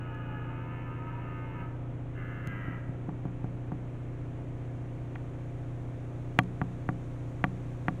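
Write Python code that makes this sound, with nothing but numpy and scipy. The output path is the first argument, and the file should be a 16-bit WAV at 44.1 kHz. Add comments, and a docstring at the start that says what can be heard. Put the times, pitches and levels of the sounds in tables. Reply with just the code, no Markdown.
"""Stag roaring in the forest

A red deer stag roars twice among distant trees: one long, level call, then a short, hoarser one that
arches in pitch. Its vocal folds pulse through a throat that shifts posture, and the trunks scatter it.
A faint click falls in the second roar. Light bumps and later five sharp taps ring the camera's housing,
with a few faint snaps. Its tape drive hums and ticks throughout, over still air and a soft hiss."""
import sys
import numpy as np
from scipy import signal
from scipy.fft import rfft, irfft, next_fast_len
from scipy.io import wavfile
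from scipy.ndimage import uniform_filter1d, map_coordinates

SR = 44100
rng = np.random.default_rng(int(sys.argv[2]) if len(sys.argv) > 2 else 0)


def digitize_waveform(pressure):
    """Quantize a signal to 16-bit integers and store it at the path in sys.argv[1].

    Rows of a 2-D input are taken as channels; values are limited to [-1, 1].
    """
    field = np.atleast_2d(pressure).T
    bounded = np.clip(field, -1, 1)
    quanta = np.round(bounded * 32767).astype(np.int16)
    wavfile.write(sys.argv[1], SR, quanta)


N = 352800
TIME = np.arange(N) / SR

# Pitch line of each roar: time_s, pitch_hz
LONG_ROAR_PITCH = [(0, 92.26), (.53, 80.9), (.75, 83.6), (.89, 82.65), (1, 84.1), (1.11, 86.6),
                   (1.25, 88.7), (1.51, 89.26), (1.7, 83.4)]
SHORT_ROAR_PITCH = [(2.14, 82.66), (2.3, 92.8), (2.46, 98.15), (2.485, 102.2), (2.53, 100.5), (2.67, 89.85),
                    (2.8, 83.5)]
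# Throat resonances in five postures: centre_hz, width_hz, gain_db
THROAT_STRETCHED = [(520, 53, -3), (875, 79, 3.5), (1250, 71, 3.5), (1455, 71, 0), (1690, 73, 0.5),
                    (2110, 200, -15), (2506, 120, -8), (2865, 160, -8)]
THROAT_HELD = [(500, 60, -11.5), (940, 74, 6), (1276, 75, 6), (1545, 83, -4.5), (1739, 50, -1.5),
               (2135, 200, -8.5), (2540, 100, -9), (2760, 70, -9.5), (2970, 70, -13.5)]
THROAT_OPENING = [(1260, 190, -0.5), (1490, 160, 0), (1715, 110, 2), (2070, 120, 0.5), (2600, 180, -21),
                  (2760, 170, -8), (3100, 180, -15)]
THROAT_FULL = [(970, 150, -8), (1320, 190, 0), (1623, 60, 3), (2015, 140, 2), (2370, 190, -16),
               (2750, 300, -12.5), (3080, 180, -13)]
THROAT_CLOSING = [(970, 130, -5), (1330, 120, 3), (1610, 80, 1), (1930, 150, 3), (2300, 160, -11.5),
                  (2720, 220, -13), (3020, 180, -15)]
# Crossfades from each posture to the next: start_s, end_s
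POSTURE_FADES = [(.4, .65), (1.8, 2), (2.44, 2.49), (2.52, 2.63)]

def stag(jitter=0.0003, rough_jitter=.012, shimmer_db=.6, chest_db=-2):
    """Vocal folds snap shut once a cycle; when hoarse they stumble and let through turbulent puffs."""
    pitch = np.interp(TIME, *np.transpose(LONG_ROAR_PITCH + SHORT_ROAR_PITCH))
    loudness, rough = roar_shape()
    hoarse = np.clip(rough, 0, 1) ** 2.5
    cycles = np.cumsum(pitch * (1 + (jitter + rough_jitter * hoarse) * wobble(70))) / SR
    offset = cycles % 1 - .5
    pulses = unit(np.sinc(offset / pitch * SR / 4) * np.cos(np.pi * offset) ** 2)
    puffs = unit(rng.standard_normal(N) * np.exp(-(offset / 0.3) ** 2))
    folds = (np.sqrt(1 - hoarse) * pulses + np.sqrt(hoarse) * puffs) * amp(shimmer_db * wobble(45))
    voice = throat(folds, THROAT_STRETCHED)
    postures = (THROAT_HELD, THROAT_OPENING, THROAT_FULL, THROAT_CLOSING)
    for (start, end), posture in zip(POSTURE_FADES, postures):
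        blend = ramp(start, end - start)
        voice = (1 - blend) * voice + blend * throat(folds, posture)
    power = np.abs(uniform_filter1d(voice ** 2, size=SR // 12))
    voice /= np.sqrt(power + 1e-9)  # even out the level ahead of the envelope
    chest = amp(chest_db) * np.sin(4 * np.pi * cycles)  # the second harmonic gives the roar its weight
    return (voice + chest) * loudness


# The two roars: start_s, end_s, release_s, level_db, settled_roughness (0-1), final_roughness (0-1)
ROAR_CUES = [(-.3, 1.68, .06, -49, .1, .75), (2.135, 2.84, .12, -49, .1, .35)]
# Brief swells in loudness within a roar: start_s, end_s, boost_db
ROAR_SWELLS = [(.27, .37, 2.2), (.7, .83, 2.3), (1.04, 1.13, 2.8), (1.57, 1.65, 4), (2.45, 2.76, 3)]

def roar_shape(attack_s=.037, onset_rough=.72, settle_s=.16, break_lead_s=.18, break_rise_s=.09):
    """Loudness and roughness: a roar starts hoarse, the folds lock in, then it breaks up and fades."""
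    loudness, rough = np.zeros(N), np.zeros(N)
    for start, end, release_s, db, settled, final in ROAR_CUES:
        loudness += amp(db) * envelope(start, end, attack_s, release_s)
        onset = onset_rough * (1 - ramp(start, settle_s))
        breakup = (final - settled) * ramp(end - break_lead_s, break_rise_s)
        rough = np.where(TIME >= start, settled + onset + breakup, rough)
    swell_db = sum(db * envelope(start, end, attack_s=.03, release_s=.03)
                   for start, end, db in ROAR_SWELLS)
    return loudness * amp(swell_db), rough


def throat(source, modes, low_hz=600, high_hz=3150):
    """One posture's resonances shape the voice; little outside their band carries this far."""
    def response(f):
        peaks = sum(amp(db) * np.abs(resonance(f, hz, width)) ** 2 for hz, width, db in modes)
        low_cut = (f / low_hz) ** 2 / np.hypot(1, (f / low_hz) ** 2)
        high_cut = amp(-23) + 1 / (1 + (f / high_hz) ** 20)
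        return peaks * low_cut * high_cut
    return unit(filtered(source, response))


# Reverb time among the trees: frequency_hz, t60_s
FOREST_DECAY = [(300, 1.4), (1500, 0.95), (3000, 0.46), (10000, 0.48)]

def forest(call, build_s=0.0075):
    """Trunks scatter the call into a tail that builds up briefly and loses its treble first."""
    hz, t, spectrum = signal.stft(rng.standard_normal(SR * 3 // 2), SR, nperseg=256)
    decay = amp(-60 * t / along(FOREST_DECAY, hz)[:, None])
    build = 1 - np.exp(-t / build_s)
    tail = signal.istft(spectrum * decay * build, SR, nperseg=256)[1]
    return signal.fftconvolve(call, unit(tail))[:N] / np.sqrt(len(tail))


# Modes of the camera housing: centre_hz, width_hz, gain_db
HOUSING_MODES = [(128, 25.5, 25), (153.6, 27.6, 26), (181, 4, 32.5), (259.3, 16.3, 24), (296.5, 9.7, 25),
                 (390, 19, 3), (550, 22, 16), (740, 38, 26), (847, 110, 20), (960, 74, 17.5),
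                 (1157, 58, 22.5), (1410, 225, 19), (1660, 130, 16.5), (1895, 260, 19), (2350, 120, 15.5),
                 (2700, 250, 11), (3200, 69, 15), (4130, 70, 12), (4980, 210, 7.5), (6300, 260, 17.5),
                 (7400, 180, 4.5), (9100, 720, 6)]
# A faint, sharp broadband click during the second roar, then bumps and taps on the housing:
# start_s, strength_db, relative_crack_db, length_s
TRANSIENT_CUES = [(2.473, -28, -8, .0007), (2.67, -24, -38, .012), (2.888, -26, -43, .008),
                  (3.085, -18.5, -43, .01), (3.252, -20, -39, 0.01226), (3.441, -20.5, -39, .007),
                  (3.717, -18.5, -43, .006), (6.3889, -0.15, -24.5, .0012), (6.615, -11, -49, 0.0012),
                  (6.8895, -11, -43, 0.0012), (7.441, -5, -40, .0005), (7.883, -7.5, -43.5, .00066)]
# Faint dry snaps: start_s, level_db, cutoff_hz, length_s
SNAP_CUES = [(0.146, -54, 10000, .005), (5.153, -25, 2300, .008), (6.43, -44, 10000, .008)]

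def knocks_and_clicks(split_hz=450, thump_hz=315, ring_from_hz=480, contact_hz=2776, db_per_octave=13.5):
    """A knock thumps the camera and rings its shell; the click comes with a bright broadband edge, a snap only
    rings."""
    size, lead = SR // 2, SR // 100
    f = np.fft.rfftfreq(size, 1 / SR)
    body = sum(amp(db) * resonance(f, hz, width) for hz, width, db in HOUSING_MODES if hz < split_hz)
    body *= lowpass(f, thump_hz)
    shell = sum(amp(db) * resonance(f, hz, width) for hz, width, db in HOUSING_MODES if hz >= split_hz)
    shell *= 1j * f / (ring_from_hz + 1j * f)  # the small shell radiates little bass
    transients = []
    for start, db, crack_db, length_s in TRANSIENT_CUES:
        thump = amp(2 + 0.44 * db) * body  # grows more slowly with strength than the ring
        cutoff_hz = contact_hz * 2 ** (db / db_per_octave)  # harder knocks reach higher modes
        ring = amp(db) * shell * (lowpass(f, cutoff_hz) + amp(crack_db))
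        transients.append((start, thump + ring, length_s))
    for start, db, cutoff_hz, length_s in SNAP_CUES:
        transients.append((start, amp(db) * shell * lowpass(f, cutoff_hz), length_s))
    out = np.zeros(N + SR)
    edge_fades = signal.windows.tukey(size, lead / size)
    for start, spectrum, length_s in transients:
        sound = irfft(spectrum * smear(f, length_s, step_hz=295.5), size)  # roughens the attack
        out[round(start * SR) - lead:][:size] += np.roll(sound, lead) * edge_fades
    return out[:N]


# Partials of the drive's hum: frame_rate_multiple, level_db
HUM_PARTIALS = [(1, -55), (2, -54.5), (3, -51), (4, -38.5), (5, -47.5), (7, -62.5), (8, -59), (9, -50.5),
                (10, -53.5), (11, -56.5), (12, -58), (13, -59.5), (15, -63), (17, -60.5), (18, -63.5),
                (20, -66), (23, -64), (27, -71.5)]
# Ticks that repeat every second frame: first_s, width_s, level_db
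DRIVE_TICKS = [(.0243, 0.00075, -34.5), (0.021, .0003, -51), (0.053, 0.00054, -33.5), (.0618, 0.00029, -40)]
# Tone of the whirr: frequency_hz, density_db
WHIRR_SPECTRUM = [(150, -20), (350, 1), (700, 1), (1200, -5.5), (2400, -18.5), (4000, -40), (6000, -60)]

def tape_drive(frame_hz=30.028, hum_db=-1, whirr_db=-56, waver_db=.5):
    """The drive hums on multiples of the frame rate, ticks as it steps and whirrs in fast bursts."""
    angle = 2 * np.pi * frame_hz * (TIME - DRIVE_TICKS[0][0])
    hum, ticks = np.zeros(N), np.zeros(N)
    for order, db in HUM_PARTIALS:
        # low orders lock to the step; the fifth opposes the third, so the hum flutters but hardly throbs
        phase = rng.uniform(0, 2 * np.pi) if order > 5 else np.pi * (order == 5)
        hum -= np.sqrt(2) * amp(db + waver_db * wobble(5)) * np.cos(order * angle + phase)
    period_s = 2 / frame_hz
    for first_s, width_s, db in DRIVE_TICKS:
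        from_tick_s = (TIME - first_s + period_s / 2) % period_s - period_s / 2
        ticks -= amp(db) * np.exp(-.5 * (from_tick_s / width_s) ** 2)
    bursts = np.exp(.5 * np.cos(8 * angle))  # eight a frame
    whirr = unit(bursts * noise(WHIRR_SPECTRUM))
    return amp(hum_db) * hum + ticks - ticks.mean() + amp(whirr_db) * whirr


def sheen(x, level_db=-26, low_hz=1000, high_hz=3500, mirror_hz=16000):
    """A faint glassy edge: the midrange mirrored into the top of the treble."""
    mids = filtered(x, lambda f: lowpass(f, high_hz) * (f / np.hypot(f, low_hz)) ** 3)
    return amp(level_db) * mids * np.cos(2 * np.pi * mirror_hz * TIME)


# Tone of the two noise beds: frequency_hz, density_db
AIR_SPECTRUM = [(12, -4.5), (25, 2.5), (60, -6), (130, -1.5), (200, -5.5), (300, -10.5), (450, -11.5),
                (700, -21.5), (1000, -25.5), (1600, -26), (2300, -26.5), (3200, -35), (4500, -56),
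                (6000, -78.5)]
HISS_SPECTRUM = [(2060, -24), (3500, -1), (4040, -5.5), (5020, -11.5), (5760, -6), (6770, -4), (8010, -9.5),
                 (9300, -9.5), (11200, -22.5), (12900, -18), (15500, -29.5)]

def air_and_hiss(air_db=-48.5, hiss_start_db=-81, hiss_rise_db_per_s=1.29):
    """A low bed of still forest air, and a fine hiss that slowly grows."""
    air = amp(air_db + 0.25 * wobble(1.2)) * noise(AIR_SPECTRUM)
    hiss = amp(hiss_start_db + hiss_rise_db_per_s * TIME) * noise(HISS_SPECTRUM)
    return air + hiss


def amp(db):
    """Decibels to gain."""
    return 10 ** (np.asarray(db) / 20)


def unit(x):
    """x at rms 1."""
    return x / np.sqrt(np.mean(x ** 2) + 1e-20)


def along(points, hz):
    """A curve of (frequency_hz, value) points, read on a log frequency axis."""
    point_hz, values = np.transpose(points)
    return np.interp(np.log(hz + 1), np.log(point_hz + 1), values)


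def ramp(start, length_s):
    """0 until start, then a straight rise to 1."""
    return np.clip((TIME - start) / length_s, 0, 1)


def envelope(start, end, attack_s, release_s):
    """Attack, hold at 1, and a release that reaches 0 at the end."""
    return ramp(start, attack_s) * (1 - ramp(end - release_s, release_s))


def wobble(rate_hz):
    """A smooth random curve with rate_hz knots a second."""
    return map_coordinates(rng.standard_normal(int(N * rate_hz / SR) + 4), [TIME * rate_hz])


def filtered(x, response):
    """x through a complex frequency response."""
    size = next_fast_len(len(x) + SR // 2)
    return irfft(rfft(x, size) * response(np.fft.rfftfreq(size, 1 / SR)), size)[:len(x)]


def noise(spectrum):
    """Coloured noise of rms 1."""
    return unit(filtered(rng.standard_normal(N), lambda hz: amp(along(spectrum, hz))))


def resonance(f, centre, width):
    """A causal resonance with gain 1 at its centre."""
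    return 1j * f * width / (centre ** 2 - f ** 2 + 1j * f * width)


def smear(f, spread_s, step_hz):
    """An all-pass that delays each frequency by a random share of spread_s."""
    knots = np.arange(0, SR / 2 + step_hz, step_hz)
    delay_s = np.interp(f, knots, np.resize(rng.uniform(0, spread_s, 512), len(knots)))
    return np.exp(-2j * np.pi * np.cumsum(delay_s) * f[1])


def lowpass(f, cutoff_hz):
    """A causal four-pole low-pass response."""
    return signal.freqs(*signal.butter(4, 1, analog=True), f / cutoff_hz)[1]


def scene():
    """The far stag, blurred by many paths between the trunks, and the near sounds of the camera."""
    call = filtered(stag(), lambda f: smear(f, spread_s=.01, step_hz=118.8))
    events = amp(-2) * call + amp(-7.5) * forest(call) + knocks_and_clicks()
    return (events + sheen(events) + tape_drive() + air_and_hiss())[None]


def record(dry, top_hz=15700):
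    """The camera keeps nothing above its band limit."""
    return np.array([filtered(channel, lambda hz: hz < top_hz) for channel in dry])


dry = scene()
out = record(dry)
digitize_waveform(out)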